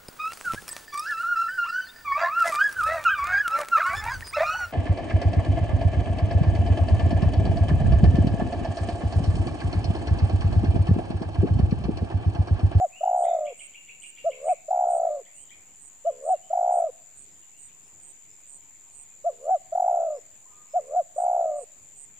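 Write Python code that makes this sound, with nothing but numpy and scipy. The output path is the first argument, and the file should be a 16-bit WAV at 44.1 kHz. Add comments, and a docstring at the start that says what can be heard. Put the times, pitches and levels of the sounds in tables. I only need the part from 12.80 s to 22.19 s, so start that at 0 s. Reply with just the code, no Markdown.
"""Dove on the garden floor

A dove close to a stereo camera gives short hoots, throbbing murmurs and long throbbing coos: near-sine tones
with a ragged octave and, in the throbs, breath noise. Two crickets chirp in falling wing strokes.
Behind them shaped noise makes a steady insect chorus, leaves, far traffic and thin hiss.
Far birds, sines along pitch tables, chatter raspily and whistle among trees that echo."""
import sys
import numpy as np
from scipy import signal
from scipy.fft import rfft, irfft, next_fast_len
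from scipy.io import wavfile
from scipy.ndimage import uniform_filter1d

SR = 44100
rng = np.random.default_rng(int(sys.argv[2]) if len(sys.argv) > 2 else 0)


def wav_out(sig):
    """Save sig, one row per channel (or a flat mono array), as 16-bit PCM at SR to the path in sys.argv[1]."""
    wavfile.write(sys.argv[1], SR, np.round(np.clip(np.atleast_2d(sig).T, -1, 1) * 32767).astype(np.int16))


N = 414099  # samples


def amp(db):
    """Amplitude of a level in dB."""
    return 10 ** (np.asarray(db) / 20)


def unit(x):
    """Scales x to an rms of 1."""
    return x / np.sqrt(np.mean(x ** 2) + 1e-20)


def sine(hz):
    """A sine that follows one pitch per sample."""
    return np.sin(2 * np.pi * np.cumsum(hz) / SR)


def along(points, hz):
    """Reads (Hz, value) points on a log frequency axis."""
    f, v = np.transpose(points)
    return np.interp(np.log(hz + 1), np.log(f + 1), v)


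def note(rows):
    """First sample of a note and one value per sample for each column after the time."""
    s, *columns = np.transpose(rows)
    first = max(round(s[0] * SR), 0)
    t = np.arange(first, round(s[-1] * SR)) / SR
    return first, [np.interp(t, s, column) for column in columns]


def add(track, first, x):
    """Mixes x into the track from sample first, cutting what falls outside."""
    x = x[max(-first, 0):len(track) - first]
    track[max(first, 0):][:len(x)] += x


def filtered(x, response):
    """Multiplies the spectrum of x by a response of frequency."""
    m = next_fast_len(N + SR // 2)
    return irfft(rfft(x, m) * response(np.fft.rfftfreq(m, 1 / SR)), m)[..., :N]


# How alike the two microphones hear the ambience. Each row: frequency in Hz, left-right likeness from 0 to 1.
LIKENESS = [(60, .9), (130, 0.68), (290, 0.8), (640, 0.45), (15000, .01)]


def rush(spectrum, patchy_db):
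    """Diffuse stereo noise of rms 1: shared and opposed parts set its width, patches of random gain its unrest."""
    z = signal.stft(rng.standard_normal((2, N)), nperseg=512)[2]
    patches = uniform_filter1d(rng.standard_normal(z.shape[1:]), size=6, axis=0)
    patches = unit(uniform_filter1d(patches, size=14, axis=1))
    pair = signal.istft(z * amp(patchy_db * patches), nperseg=512)[1][:, :N]

    def mid_side(hz):
        turn = np.arccos(np.clip(along(LIKENESS, hz), -1, 1)) / 2
        return amp(along(spectrum, hz)) * [np.cos(turn), np.sin(turn)]

    mid, side = filtered(pair, mid_side)
    return unit(np.array([mid + side, mid - side]))


# Echo of the trees. Each row: frequency in Hz, time to die by 60 dB in seconds.
TREE_DECAY = [(400, 0.82), (1000, 0.69), (3000, 0.39), (9000, 0.13)]


def echo(x, gap):
    """Scattered echo after a gap in seconds: noise that dies at its own speed per frequency, unlike in each ear."""
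    hz, t, z = signal.stft(rng.standard_normal((2, SR // 2)), SR, nperseg=256)
    tail = signal.istft(z * amp(-60 * t / along(TREE_DECAY, hz)[:, None]), SR, nperseg=256)[1]
    late = np.pad(x, (max(round(gap * SR), 0), 0))[None]
    return signal.fftconvolve(late, tail / np.linalg.norm(tail[0]), axes=1)[:, :N]


# Spectra of the insect chorus, of leaves with far traffic, and of a thin treble hiss.
# Each row: frequency in Hz, relative level in dB per Hz.
CHORUS_SPECTRUM = [(3470, -62.5), (5900, -36.5), (6410, -18), (6620, -11.5), (6820, -2), (7140, 3),
                   (7530, -2), (8100, -18.5), (8740, -18.5), (9800, -35), (12700, -69.5), (21600, -120)]
AIR_SPECTRUM = [(15, -39), (25, -7), (47, -17.5), (70, -3.5), (167, -6.5), (252, -8.5), (477, -10),
                (560, -11.5), (845, -9), (1400, -16), (2420, -9.5), (3110, -15.5), (5900, -20),
                (7670, -50.5), (13000, -120)]
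HISS_SPECTRUM = [(5710, -37), (9700, -10.5), (11800, 2), (12300, -27), (12600, -37.5), (12900, -7.5),
                 (13300, -4), (14900, 3), (15600, -6.5)]
# Course of the chorus, before the offset of each ear. Each row: time in seconds, level in dB.
CHORUS_COURSE = [(0.0, -54), (0.15, -55), (7.43, -55), (9.28, -54.5), (9.34, -57), (9.39, -53)]
# Beats in the chorus. Each row: beats a second, depth as a share.
CHORUS_BEATS = [(19.8, .2), (79, 0.2), (99, 0.28)]


def background():
    """The insect chorus beats at several rates over leaves, traffic and hiss."""
    t = np.arange(N) / SR
    chorus = rush(CHORUS_SPECTRUM, patchy_db=0)
    for rate, depth in CHORUS_BEATS:
        chorus *= 1 + depth * np.sin(2 * np.pi * rate * t + rng.uniform(0, 6, (2, 1)))
    ear_db = np.array([[4.5], [1.5]])  # left, right
    chorus = amp(np.interp(t, *np.transpose(CHORUS_COURSE)) + ear_db) * unit(chorus)
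    air = amp(-64) * rush(AIR_SPECTRUM, patchy_db=2)
    hiss = amp(-70.5) * rush(HISS_SPECTRUM, patchy_db=0.5)
    return chorus + air + hiss


def whistle(track, rows, rasp=0):
    """A sine along a pitch and level table; rasp roughens its level with smoothed noise."""
    first, (hz, db) = note(rows)
    edge = signal.windows.tukey(len(hz), .2)
    grain = 1 + rasp * unit(uniform_filter1d(rng.standard_normal(len(hz)), size=220))
    add(track, first, np.sqrt(2) * amp(db) * edge * grain * sine(hz))


# One chattered syllable, upper voice then lower voice.
# Each row: seconds after the onset, pitch in Hz before its factor, relative level in dB.
CHATTER_SYLLABLE = [
    [(-.012, 2597, -7.5), (-.005, 2950, 5), (.002, 3400, -6), (.01, 3280, -19.5)],
    [(-.002, 1872, -9.5), (.008, 2192, 6), (.018, 2650, 5), (.034, 2662, -7), (.05, 2284, -8)],
]
# The far bird's chatter. Each row: onset in seconds, upper and lower voice level in dB before the mix,
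# upper and lower pitch factor.
CHATTER_ONSETS = [(0.447, -52.5, -57.5, 1.1, .93), (0.662, -52.5, -54.5, 1, 1.03),
                  (0.801, -52.5, -55, 1, 1.02), (0.941, -55, -52.5, 1.02, 1.07),
                  (1.082, -56.5, -53, 1.02, 1.07), (1.228, -53.5, -54, 1.02, 1.07),
                  (1.369, -55.5, -51, 1.02, 1.06), (1.514, -53.5, -55, 1, 1.01),
                  (1.68, -56.5, -56.5, .99, .99), (2.458, -60, -62.5, 1.05, .88),
                  (2.702, -58.5, -59.5, 1.07, .92), (4.569, -64.5, -80.5, 1.1, .98),
                  (4.634, -64.5, -89, 1, 1.1), (4.89, -73, -70.5, 1.1, 1.1)]
# Clear whistles from far off, one table each. Each row: time in seconds, pitch in Hz, level in dB before the mix.
CLEAR_WHISTLES = [
    [(.472, 3830, -66), (.485, 3720, -64), (.5, 3600, -58.5), (.52, 3300, -74)],
    [(.11, 2250, -75), (.135, 2624, -52.5), (.15, 2610, -61), (.165, 2810, -51.5), (.2, 3000, -64),
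     (.23, 2860, -75)],
    [(2.51, 2384, -77), (2.56, 2760, -70.5), (2.61, 3105, -70.5), (2.64, 3180, -73), (2.66, 3180, -75)],
    [(3.25, 2880, -63), (3.28, 3080, -77.5), (3.33, 3420, -82), (3.37, 3460, -76)],
    [(3.49, 2795, -68), (3.52, 2780, -71), (3.58, 2750, -86.5), (3.61, 2720, -79)],
    [(3.62, 2960, -69), (3.64, 3020, -68), (3.68, 3200, -83), (3.72, 3130, -74)],
    [(4.73, 2600, -71), (4.76, 2770, -70), (4.79, 2990, -72)],
    [(5.03, 5000, -80), (5.05, 5200, -76.5), (5.08, 5660, -83)],
    [(6.3, 2516, -67), (6.34, 2390, -83), (6.4, 2460, -81.5)],
    [(5.48, 5140, -79), (5.52, 5280, -79), (5.55, 5450, -80)],
    [(7.33, 4866, -74), (7.37, 5260, -78), (7.4, 5740, -73)],
    [(7.65, 1020, -64), (7.665, 1000, -61.5), (7.68, 1210, -79), (7.7, 1290, -78), (7.73, 1187, -73),
     (7.75, 1247, -69.5), (7.775, 1210, -73.5), (7.8, 1250, -75.5), (7.82, 1080, -72)],
    [(7.855, 950, -62), (7.865, 1085, -73.5), (7.878, 1255, -73), (7.895, 1050, -75.5)],
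    [(7.89, 5140, -71), (7.93, 5300, -78), (7.97, 5640, -88)],
]


def birds():
    """One far bird repeats a raspy two-voiced syllable; others whistle clear sines."""
    chatter, clear = np.zeros(N), np.zeros(N)
    for s, upper_db, lower_db, *factors in CHATTER_ONSETS:
        for rows, db, factor in zip(CHATTER_SYLLABLE, (upper_db, lower_db), factors):
            whistle(chatter, np.array(rows) * [1, factor, 1] + [s, 0, db], rasp=.45)
    for rows in CLEAR_WHISTLES:
        whistle(clear, rows)
    return chatter, clear


# Chirps of the nearer and of the fainter cricket.
# Each row: end in seconds, length in seconds, peak level in dB before stroke scatter and the mix.
NEAR_CHIRPS = [(0.4607, 0.1, -38), (0.8689, 0.099, -36), (1.303, 0.1, -36), (1.7338, 0.1, -36),
               (2.1851, 0.11, -36), (2.6392, 0.093, -38), (3.0863, 0.094, -38.5), (3.5274, 0.1, -38.5),
               (4.0081, 0.099, -37.5), (4.4437, 0.096, -38.5), (4.876, 0.1, -38), (5.3193, 0.11, -38),
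               (5.7743, 0.11, -37.5), (6.234, 0.11, -37.5), (8.4436, 0.092, -37.5), (8.8407, 0.089, -37.5),
               (9.2469, 0.093, -35.5)]
FAR_CHIRPS = [(end, .06, -60) for end in (.44, .87, 1.3, 1.72, 2.15, 2.56, 2.99, 3.55, 4.16, 4.619, 5.09, 5.62, 6.13, 6.66, 7.14, 7.62, 8.089, 8.54, 9.05)]


def cricket(chirps, hz, fall_hz, rate, swell_db, narrow):
    """Each wing stroke (rate a second) is a short falling tone; the strokes of a chirp swell at its start."""
    out = np.zeros(N)
    for end, length, db in chirps:
        left = np.arange(round(length * rate + .5) * SR / rate)[::-1] / SR  # seconds until the chirp ends
        stroke_number = (left * rate).astype(int)
        cycle = -left * rate % 1
        size = amp(rng.normal(0, 1.2, 40))[stroke_number]
        swell = amp(-swell_db * np.clip(1 - (left[0] - left) / .03, 0, 1))
        phase = 2 * np.pi * np.cumsum(hz - fall_hz * (cycle - .5)) / SR
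        phase += rng.normal(0, 1.5, 40)[stroke_number]  # strokes are not in step
        stroke = np.sin(np.pi * cycle) ** narrow * np.sin(phase)
        add(out, round((end + .5 / rate - left[0]) * SR), amp(db) * size * swell * stroke)
    return out


def voice(track, first, hz, size, octave):
    """The tone goes to one track; its ragged octave, which grows more slowly with effort, to another."""
    phase = 2 * np.pi * np.cumsum(hz) / SR + rng.uniform(0, 2 * np.pi)
    add(track, first, size * np.sin(phase))
    ragged = 1 + .45 * unit(uniform_filter1d(rng.standard_normal(len(hz)), size=150))
    add(octave, first, ragged * size ** .55 * np.sin(2 * phase))


# Shapes of the dove's two smooth hoots.
# Each row: share of the length, Hz relative to the top pitch, dB relative to the top level.
OPENING_SHAPE = [(0, -230, -44), (.14, -110, -9), (.29, -35, -7), (.42, 2.5, 0.5), (.64, -15, -1.5),
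                 (.77, -85, -7), (.88, -150, -11.5), (1, -170, -22.5)]
CLOSING_SHAPE = [(0, -86.5, -16), (.14, -16.5, -0.5), (.3, 2.5, -1.5), (.55, -19, -1), (.7, -100, -3),
                 (.85, -190, -17.5), (1, -200, -26.5)]
# Opening and closing hoots. Each row: start in seconds, length in seconds, top pitch in Hz, top level in dB.
OPENING_HOOTS = [(1.438, 0.074, 678, -16.5), (3.243, 0.074, 686, -16.5), (6.438, 0.073, 699.6, -17),
                 (7.932, 0.075, 728, -15.5)]
CLOSING_HOOTS = [(.006, 0.066, 751, -15), (1.687, 0.059, 739, -15), (3.495, 0.069, 753.4, -14.5),
                 (6.699, .08, 760.4, -14.5), (8.156, 0.07, 731.6, -15)]


def hoots():
    """Every hoot stretches its shape: rows of time in seconds, pitch in Hz, level in dB."""
    return [np.array(shape) * [length, 1, 1] + [s, hz, db]
            for shape, calls in ((OPENING_SHAPE, OPENING_HOOTS), (CLOSING_SHAPE, CLOSING_HOOTS))
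            for s, length, hz, db in calls]


# Throbbing murmurs that swell into a closing hoot. Each row: start and end in seconds,
# first, quietest and last level in dB, swell in dB per second.
MURMUR_CALLS = [(-.02, 0.007, -36, -28, -15.5, 284), (1.496, 1.689, -35, -42, -12.5, 290.5),
                (3.325, 3.498, -38.5, -43, -13, 277), (6.502, 6.701, -39, -56, -11.5, 329.5),
                (8.006, 8.156, -39, -43.5, -16, 279.5)]
MURMUR_FADE_DB_PER_S, MURMUR_DIP_DB = 300.5, 25
EARLY_GAP_S, LAST_GAP_S, QUICKEN_S = .015, .012, .07  # throbs come faster towards the hoot
JOIN_DB = -34  # dip between the last throb and the hoot


def murmur(start, end, first_db, quiet_db, last_db, swell):
    """Throb starts, peaks and dips of a murmur, counted back from the hoot that it leads to."""
    s = [end]
    while s[0] - EARLY_GAP_S / 2 > start:
        gap = EARLY_GAP_S - (EARLY_GAP_S - LAST_GAP_S) * np.exp((s[0] - end) / QUICKEN_S)
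        s.insert(0, s[0] - gap)
    s = np.array(s)
    fading = np.maximum(first_db - MURMUR_FADE_DB_PER_S * (s - start), quiet_db)
    peak_db = np.maximum(fading, last_db - swell * (end - s))
    dip_db = np.append(peak_db[:-1] - MURMUR_DIP_DB, JOIN_DB)
    return s, peak_db, dip_db, -90  # practically no second tone


# Long coos, one table each. Each row: time in seconds, throbs a second, peak level in dB before scatter.
COO_COURSES = [
    [(0.203, 40.3, -24.2), (0.226, 41.1, -16.0), (0.283, 54.2, -15.8), (0.381, 69.1, -15.1),
     (0.479, 63.1, -16.1), (0.577, 50.9, -19.5), (0.675, 40.7, -26.2), (0.712, 48.9, -35.3),
     (0.735, 48.9, -35.3)],
    [(1.878, 40.9, -25.5), (1.899, 44.4, -15.7), (1.958, 66.4, -15.8), (2.06, 62.4, -15.8),
     (2.161, 64.1, -16.0), (2.263, 51.8, -18.0), (2.365, 47.2, -27.1), (2.405, 49.4, -40.0),
     (2.425, 49.4, -40.0)],
    [(3.697, 35.5, -22.5), (3.722, 42.0, -15.9), (3.777, 52.8, -15.2), (3.844, 59.9, -15.6),
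     (3.912, 65.3, -14.7), (3.979, 63.7, -14.7), (4.046, 44.1, -19.1), (4.082, 38.7, -28.9),
     (4.106, 38.7, -28.9)],
    [(6.916, 34.0, -20.7), (6.944, 37.1, -15.0), (6.996, 44.0, -14.7), (7.081, 58.3, -14.6),
     (7.166, 70.3, -15.9), (7.25, 59.5, -19.0), (7.335, 46.7, -24.9), (7.372, 56.6, -37.6),
     (7.395, 56.6, -37.6)],
    [(8.358, 43.4, -30.8), (8.378, 53.1, -16.5), (8.438, 66.6, -16.0), (8.525, 59.4, -15.0),
     (8.612, 67.1, -16.4), (8.698, 50.7, -21.6), (8.785, 34.8, -29.4), (8.829, 47.8, -38.2),
     (8.845, 47.8, -38.2)],
]
# A second tone late in each long coo. One column, a value per coo: level in dB relative to the first tone.
COO_SECOND_DB = [-7, -9, -18.5, -14, -8]
JITTER_S, SIZE_SCATTER_DB = .0016, 1  # standard deviations per throb
DIP_DB, FULL_DB, DIP_SCATTER_DB = 26, -15.5, 6  # dip depth at full voice, that voice's peak, scatter of depth
FUSE = 3  # dB of dip depth lost per dB that the coo fades
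SHUT_DB = -55  # level at both ends of a coo


def coo(rows, second_db):
    """Throb starts, peaks and dips of a long coo: a throb begins when the summed rate passes a whole number."""
    first, (rate, db) = note(rows)
    t = (first + np.arange(len(rate))) / SR
    done = np.cumsum(rate) / SR
    s = np.interp(np.arange(round(done[-1])), done, t)
    late, deeper, louder = rng.standard_normal((3, len(s)))
    s = np.append(s + JITTER_S * late * (s > t[0]), t[-1])
    peak_db = np.interp(s, t, db) + SIZE_SCATTER_DB * np.append(louder, 0)
    depth = DIP_DB - FUSE * (FULL_DB - peak_db) + DIP_SCATTER_DB * np.append(deeper, 0)
    dip_db = peak_db - np.maximum(depth, 3)
    dip_db[[0, -1]] = SHUT_DB
    return s, peak_db, dip_db, second_db


# Louder throbs sound higher. Each row: peak level in dB, pitch in Hz before scatter, sag and swing.
EFFORT_PITCH = [(-45.5, 480), (-39, 530), (-28, 575), (-19, 655), (-14, 713)]
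FULL_PEAK = .16  # amplitude of full effort
SWEEP_HZ = 45  # pitch swing either way in a throb at full effort and depth
FRESH_HZ, EVEN_S = 45, .25  # a full-voiced coo starts this much sharp and has sagged to its pitch by then
DROOP_HZ, DROOP_S = 95, .034  # last fall of a long coo
SECOND_HZ, SECOND_SAG_HZ_PER_S = 773, 150  # second tone, pitch reckoned from the start of the coo
SECOND_FROM_S, SECOND_GROWS_S = .22, .1  # when it sets in, how long it grows
RASP = 2.5  # air noise in the throat, against the octave


def throbs(tone, octave, s, peak_db, dip_db, second_db):
    """In each throb the airway opens, the pitch climbs, and it shuts again; a second tone beats late in coos."""
    first = round(s[0] * SR)
    t = np.arange(first, round(s[-1] * SR)) / SR
    since = t - s[0]
    place = np.interp(t, s, np.arange(len(s)))
    k, cycle = place.astype(int), place % 1
    peak, dip = amp(peak_db[k]), np.interp(t, s, amp(dip_db))
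    length = np.diff(s)[np.minimum(k, len(s) - 2)]

    # slow throbs leave longer gaps; late ones fuse
    sharp = np.clip(2.9 * length / .016, 1.4, 4.2) * np.clip(1.3 - since / .6, .45, 1)
    bump = np.sin(np.pi * cycle ** 1.12) ** sharp
    opening = np.tanh(1.5 * bump) / np.tanh(1.5)  # flat when wide open
    size = (dip + (peak - dip) * opening) * signal.windows.tukey(len(t), .02)

    pitches = np.interp(peak_db, *np.transpose(EFFORT_PITCH)) + rng.normal(0, 12, len(s))
    hz = np.interp(place - .5, np.arange(len(s)), pitches)  # glides from throb to throb
    long = s[-1] - s[0] > .3
    # the pitch sags as the air runs out
    hz += long * FRESH_HZ * (1 - since / EVEN_S) * np.clip(peak / FULL_PEAK, 0, 1)
    effort = np.clip(peak / FULL_PEAK, .25, 1)
    # the pitch climbs while the airway is open
    hz -= SWEEP_HZ * effort * np.clip(1 - dip / peak, 0, 1) * np.sin(2 * np.pi * cycle)
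    hz -= DROOP_HZ * long * np.clip(1 - (s[-1] - t) / DROOP_S, 0, 1)
    hz = uniform_filter1d(hz, size=130)

    share = amp(second_db) * np.clip((since - SECOND_FROM_S) / SECOND_GROWS_S, 0, 1)
    size = size / np.sqrt(1 + share)
    voice(tone, first, hz, size, octave)
    add(tone, first, share * size * sine(SECOND_HZ - SECOND_SAG_HZ_PER_S * since))
    add(octave, first, RASP * size ** .55 * rng.standard_normal(len(t)))


def dove():
    """An almost pure tone from the closed beak, with a faint octave and breath through a throat resonance."""
    tone, octave = np.zeros(N), np.zeros(N)
    for rows in hoots():
        first, (hz, db) = note(rows)
        size = uniform_filter1d(amp(db), size=200) * signal.windows.tukey(len(hz), .1)
        voice(tone, first, hz, size, octave)
    for row in MURMUR_CALLS:
        throbs(tone, octave, *murmur(*row))
    for rows, second_db in zip(COO_COURSES, COO_SECOND_DB):
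        throbs(tone, octave, *coo(rows, second_db))
    tone = filtered(tone, lambda hz: 1 / (1 + (330 / (hz + 1)) ** 8))  # takes out the bass
    throat = filtered(octave, lambda hz: 1 / (1 + ((hz - 1150) / 280) ** 2))
    return tone + amp(-43) * throat


def scene():
    """The dove is close and dry, slightly nearer the right microphone; the far birds come with strong echo."""
    chatter, clear = birds()
    far_birds = amp(-3.5) * chatter + amp(-1) * echo(chatter, gap=.0064)
    far_birds = far_birds + amp(1.5) * clear + amp(2) * echo(clear, gap=.011)

    near = cricket(NEAR_CHIRPS, hz=8226, fall_hz=710, rate=142.5, swell_db=12, narrow=2.8)
    far = cricket(FAR_CHIRPS, hz=9055, fall_hz=300, rate=149, swell_db=11, narrow=.83)
    crickets = near * amp([[-19], [0]]) + amp(-18.5) * echo(near, gap=.003)  # near one on the right
    crickets = crickets + far * amp([[0], [-6]])

    call = dove()
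    close = np.array([np.roll(call, shift=5), call])  # reaches the left 5 samples later
    close = close + amp(-33.5) * echo(call, gap=.006)
    return close + crickets + far_birds + background()


def record(dry):
    """The camera adds a small steady offset and keeps nothing from its band limit of 15550 Hz up."""
    return filtered(dry, lambda hz: hz < 15550) + .001


dry = scene()
out = record(dry)
wav_out(out)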